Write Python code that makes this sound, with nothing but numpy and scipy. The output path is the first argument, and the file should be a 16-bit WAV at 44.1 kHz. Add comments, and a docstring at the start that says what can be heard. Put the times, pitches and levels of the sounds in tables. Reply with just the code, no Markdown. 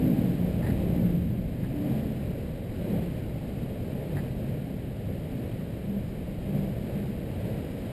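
"""Parking garage, concrete ramp: inline skates coast down fast, heard from behind the skater.
The rough floor drums through wheels and boots, and the rumble swells into short hollow booms.
The wheels hiss and twice chatter with a stick-slip squeak. Air buffets the microphone.
A low-rate sample-and-hold adds a thin fizz on top."""
import sys
import numpy as np
from scipy import signal
from scipy.fft import rfft, irfft, next_fast_len
from scipy.io import wavfile
from scipy.ndimage import uniform_filter1d

SR = 44100
rng = np.random.default_rng(int(sys.argv[2]) if len(sys.argv) > 2 else 0)


def transcribe(signal):
    """Save signal, clipped to [-1, 1], as a 16-bit WAV file at the path in sys.argv[1]."""
    frames = np.atleast_2d(signal).T
    limited = np.clip(frames, -1, 1)
    pcm = np.round(limited * 32767).astype(np.int16)
    wavfile.write(sys.argv[1], SR, pcm)


N = 349272
TIME_S = np.arange(N) / SR


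def rolling(rumble_db, roar_db, hiss_db):
    """Coarse bumps shake boots and floor, finer grain drums on the wheels, the finest hisses."""
    # boot and floor spectrum: (frequency [Hz], density [dB])
    rumble_spectrum = [(50, -27), (85, -10), (115, 1.5), (145, 0.5), (200, -1.5), (270, -6), (320, -13.5),
                       (420, -24.5), (700, -49)]
    # wheel spectrum: (frequency [Hz], density [dB])
    roar_spectrum = [(180, -19), (310, 1), (400, 1), (550, 0.5), (630, -2.5), (720, -10), (810, -11.5),
                     (920, -21), (1100, -25), (1600, -43.5)]
    # tread spectrum: (frequency [Hz], density [dB])
    hiss_spectrum = [(500, -4.5), (1000, -1.5), (1300, -3.5), (1650, 0), (2300, 0.5), (2750, -2),
                     (3100, -2), (3600, -8.5), (3900, -6), (4400, -10.5), (5000, -10.5), (5400, -17.5),
                     (5900, -21.5)]
    # bearing ring: (frequency [Hz], width [Hz], level re hiss [dB])
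    bearing_mode = (3765, 49, -20.5)
    rumble = from_db(rumble_db) * coloured(grit(per_s=5000, spread_db=4), rumble_spectrum)
    roar = from_db(roar_db) * coloured(grit(per_s=4000, spread_db=1.5), roar_spectrum)
    wash = from_db(2.5) * rng.standard_normal(N)  # grain blurred by the walls
    tread = coloured(unit_rms(grit(per_s=5000, spread_db=2.5)) + wash, hiss_spectrum)
    hz, width_hz, bearing_db = bearing_mode
    bearing = from_db(bearing_db) * unit_rms(resonance(rng.standard_normal(N), hz, width_hz))
    patches_db = 0.4 * drift(rate_hz=2.3)  # rougher and smoother concrete
    return (rumble + roar + from_db(hiss_db) * (tread + bearing)) * from_db(patches_db)


def rolling_levels_db():
    """Rumble, roar and hiss follow the coasting; each swell lifts all three."""
    # coasting: (time [s], rumble [dB], hiss [dB])
    coast = [(0, -26, -51.5), (.5, -29, -51.5), (1.15, -30, -54.5), (1.47, -33.5, -56), (2.1, -32.5, -53),
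             (2.6, -34.5, -54.5), (3.85, -34.5, -54.5), (4.6, -35, -55.5), (5.4, -34, -54.5),
             (6.15, -35.5, -55), (7.0, -34.5, -54), (7.92, -36, -53.5)]
    # rolling swells: (centre [s], length [s], roar rise [dB])
    swells = [(.1, 0.43, 3), (0.955, 0.43, 3.5), (1.922, 0.26, 5), (2.924, 0.32, 5.5), (4.08, 0.5, 3),
              (4.475, 0.21, 2.5), (6.59, 0.26, 4), (6.947, 0.34, 1.5), (7.463, 0.28, 2.5)]
    rumble_db, hiss_db = curves(coast)
    rise_db = sum(db * bell(TIME_S, centre_s, length_s, flatness=2.8)
                  for centre_s, length_s, db in swells)
    roar_db = hiss_db + 12 + 0.11 * (rumble_db - rumble_db.mean())
    return rumble_db + 0.66 * rise_db, roar_db + rise_db, hiss_db + 0.5 * rise_db


def grit(per_s, spread_db):
    """Tiny uneven impacts of the wheels on the concrete grain."""
    hits = rng.random(N) < per_s / SR
    return hits * rng.choice([-1, 1], N) * from_db(spread_db * rng.standard_normal(N))


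def booms(waver_hz=2.64, flutter_db=2.06):
    """The rumble gathers on low notes that swell, waver and fade."""
    # hollow booms: (centre [s], length [s], pitch [Hz], level [dB])
    notes = [(.11, 0.23, 258.7, -24), (.13, 0.31, 311, -31.5), (.4, .38, 176.5, -26.5),
             (.98, .25, 229, -31.5), (1.0, .24, 296.3, -33.5), (1.04, .5, 173.6, -25.5),
             (1.82, .2, 290, -28.5), (1.98, .29, 216.5, -30.5), (2.92, 0.29, 208, -32.5),
             (2.94, .3, 173, -32), (4.17, 0.24, 138.8, -32), (4.211, .18, 90, -33), (4.55, .2, 136.8, -34),
             (5.07, .17, 99.4, -33.5), (5.95, .2, 198, -29), (6.55, 0.21, 145.3, -33), (6.6, .24, 197, -28),
             (7.05, .4, 202, -33.5), (7.4, .16, 94, -31.5)]
    detune_hz = waver_hz * drift(rate_hz=10)
    flutter = from_db(flutter_db * drift(rate_hz=9.1))
    out = np.zeros(N)
    for centre_s, length_s, hz, db in notes:
        near = abs(TIME_S - centre_s) < length_s
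        cycles = np.cumsum(hz + detune_hz[near]) / SR + rng.random()
        out[near] += from_db(db) * bell(TIME_S[near], centre_s, length_s) * np.sin(2 * np.pi * cycles)
    return out * flutter


def chatter(slips_per_s=480, jitter=0.55, spread_db=1.6):
    """A skipping wheel sticks and slips in quick uneven steps; each rings the frame."""
    # wheel skips: (centre [s], length [s], level [dB])
    skips = [(0.633, 0.017, -44.5), (0.65, 0.017, -46.5), (0.67, 0.019, -42), (0.688, 0.018, -48),
             (0.705, 0.015, -44), (1.646, 0.03, -51), (4.172, 0.019, -44), (4.193, 0.022, -45)]
    # wheel frame modes: (frequency [Hz], width [Hz], gain [dB])
    modes = [(840, 110, 1.5), (1680, 200, 1), (1930, 180, 1.5), (2680, 240, -17), (3750, 250, -14),
             (4870, 250, -18)]
    slip_count = np.cumsum(slips_per_s * np.exp(jitter * drift(rate_hz=120))) / SR
    slips = np.diff(np.floor(slip_count), prepend=0) * from_db(spread_db * rng.standard_normal(N))
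    ring = sum((-1) ** k * from_db(db) * resonance(slips, hz, width_hz)
               for k, (hz, width_hz, db) in enumerate(modes))
    ring /= np.sqrt(uniform_filter1d(ring ** 2, size=SR // 100) + 1e-12)  # friction caps the swing
    force = sum(from_db(db) * bell(TIME_S, centre_s, length_s) for centre_s, length_s, db in skips)
    return force * ring


def wind(gust_db=0.7):
    """Passing air buffets the microphone in small random gusts."""
    # wind, dropping as the skater slows: (time [s], level [dB])
    airflow = [(0, -39), (1.2, -33.5), (1.85, -41), (2.5, -37.5), (4.4, -40.5), (5.8, -41.5), (7.05, -38.5),
               (7.92, -43.5)]
    # buffeting spectrum: (frequency [Hz], density [dB])
    spectrum = [(12, -17), (25, -8.5), (38, -3), (52, -1.5), (75, 0.5), (100, -6.5), (200, -25), (500, -56)]
    level_db, = curves(airflow)
    gain = from_db(level_db + gust_db * drift(rate_hz=2.5))
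    return gain * coloured(rng.standard_normal(N), spectrum)


def garage(x, wet_db=-20, t60_s=0.78, predelay_s=0.012):
    """Bare concrete returns a dense tail."""
    t = TIME_S[:2 * SR]
    tail = rng.standard_normal(len(t)) * from_db(-60 * t / t60_s) * (t > predelay_s)
    wet = signal.fftconvolve(x, tail / np.linalg.norm(tail))[:N]
    return (x + from_db(wet_db) * wet) / np.sqrt(1 + from_db(wet_db) ** 2)


def from_db(db):
    """Decibels to gain."""
    return 10 ** (np.asarray(db) / 20)


def unit_rms(x):
    """Scale to rms 1."""
    return x / np.sqrt(np.mean(x ** 2) + 1e-20)


def curves(rows):
    """Interpolate (time [s], values...) rows at every sample."""
    times_s, *columns = np.transpose(rows)
    return [np.interp(TIME_S, times_s, column) for column in columns]


def coloured(x, spectrum):
    """Apply a spectrum, falling 12 dB per octave past its ends; rms 1."""
    hz, db = np.transpose(spectrum)
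    size = next_fast_len(N + SR // 2)
    bins_hz = np.maximum(np.fft.rfftfreq(size, 1 / SR), 1)
    skirts = np.minimum(1, np.minimum(bins_hz / hz[0], hz[-1] / bins_hz)) ** 2
    gain = from_db(np.interp(np.log(bins_hz), np.log(hz), db))
    return unit_rms(irfft(rfft(x, size) * skirts * gain, size)[:N])


def drift(rate_hz):
    """Smooth random curve, rms 1."""
    hop, settle = 40, 2000
    r = np.exp(-2 * np.pi * rate_hz * hop / SR)
    noise = rng.standard_normal(N // hop + settle + 2)
    slow = signal.lfilter([1], [1, -2 * r, r * r], noise)[settle:]
    return np.interp(np.arange(N) / hop, np.arange(len(slow)), unit_rms(slow))


def resonance(x, hz, width_hz):
    """Two-pole band-pass, peak gain 1."""
    r = np.exp(-np.pi * width_hz / SR)
    b = np.array([1, 0, -1]) * (1 - r * r) / 2
    a = [1, -2 * r * np.cos(2 * np.pi * hz / SR), r * r]
    return signal.lfilter(b, a, x + 1e-18)


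def bell(t, centre_s, length_s, flatness=2):
    """Envelope of height 1; flatness above 2 steepens the sides and widens the top."""
    return np.exp(-np.minimum(abs(2 * (t - centre_s) / length_s) ** flatness, 20))


def scene():
    """Rolling, booms, reverberant chatter and wind; mono."""
    wheels = rolling(*rolling_levels_db())
    return (wheels + booms() + garage(chatter()) + wind())[None]


def record(dry):
    """Sample-and-hold mirrors the sound faintly into the treble; a low-pass cuts the top."""
    hold_hz, cutoff_hz = 12000, 14250
    slow = signal.resample_poly(dry, hold_hz, SR, axis=1, window=("kaiser", 3))
    steps = np.repeat(slow, 4, axis=1)
    held = signal.resample_poly(steps, SR, 4 * hold_hz, axis=1)[:, :N]
    lowpass = signal.firwin(601, cutoff_hz, window="blackman", fs=SR)
    return signal.fftconvolve(held, lowpass[None], mode="same", axes=1)


dry = scene()
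out = record(dry)
transcribe(out)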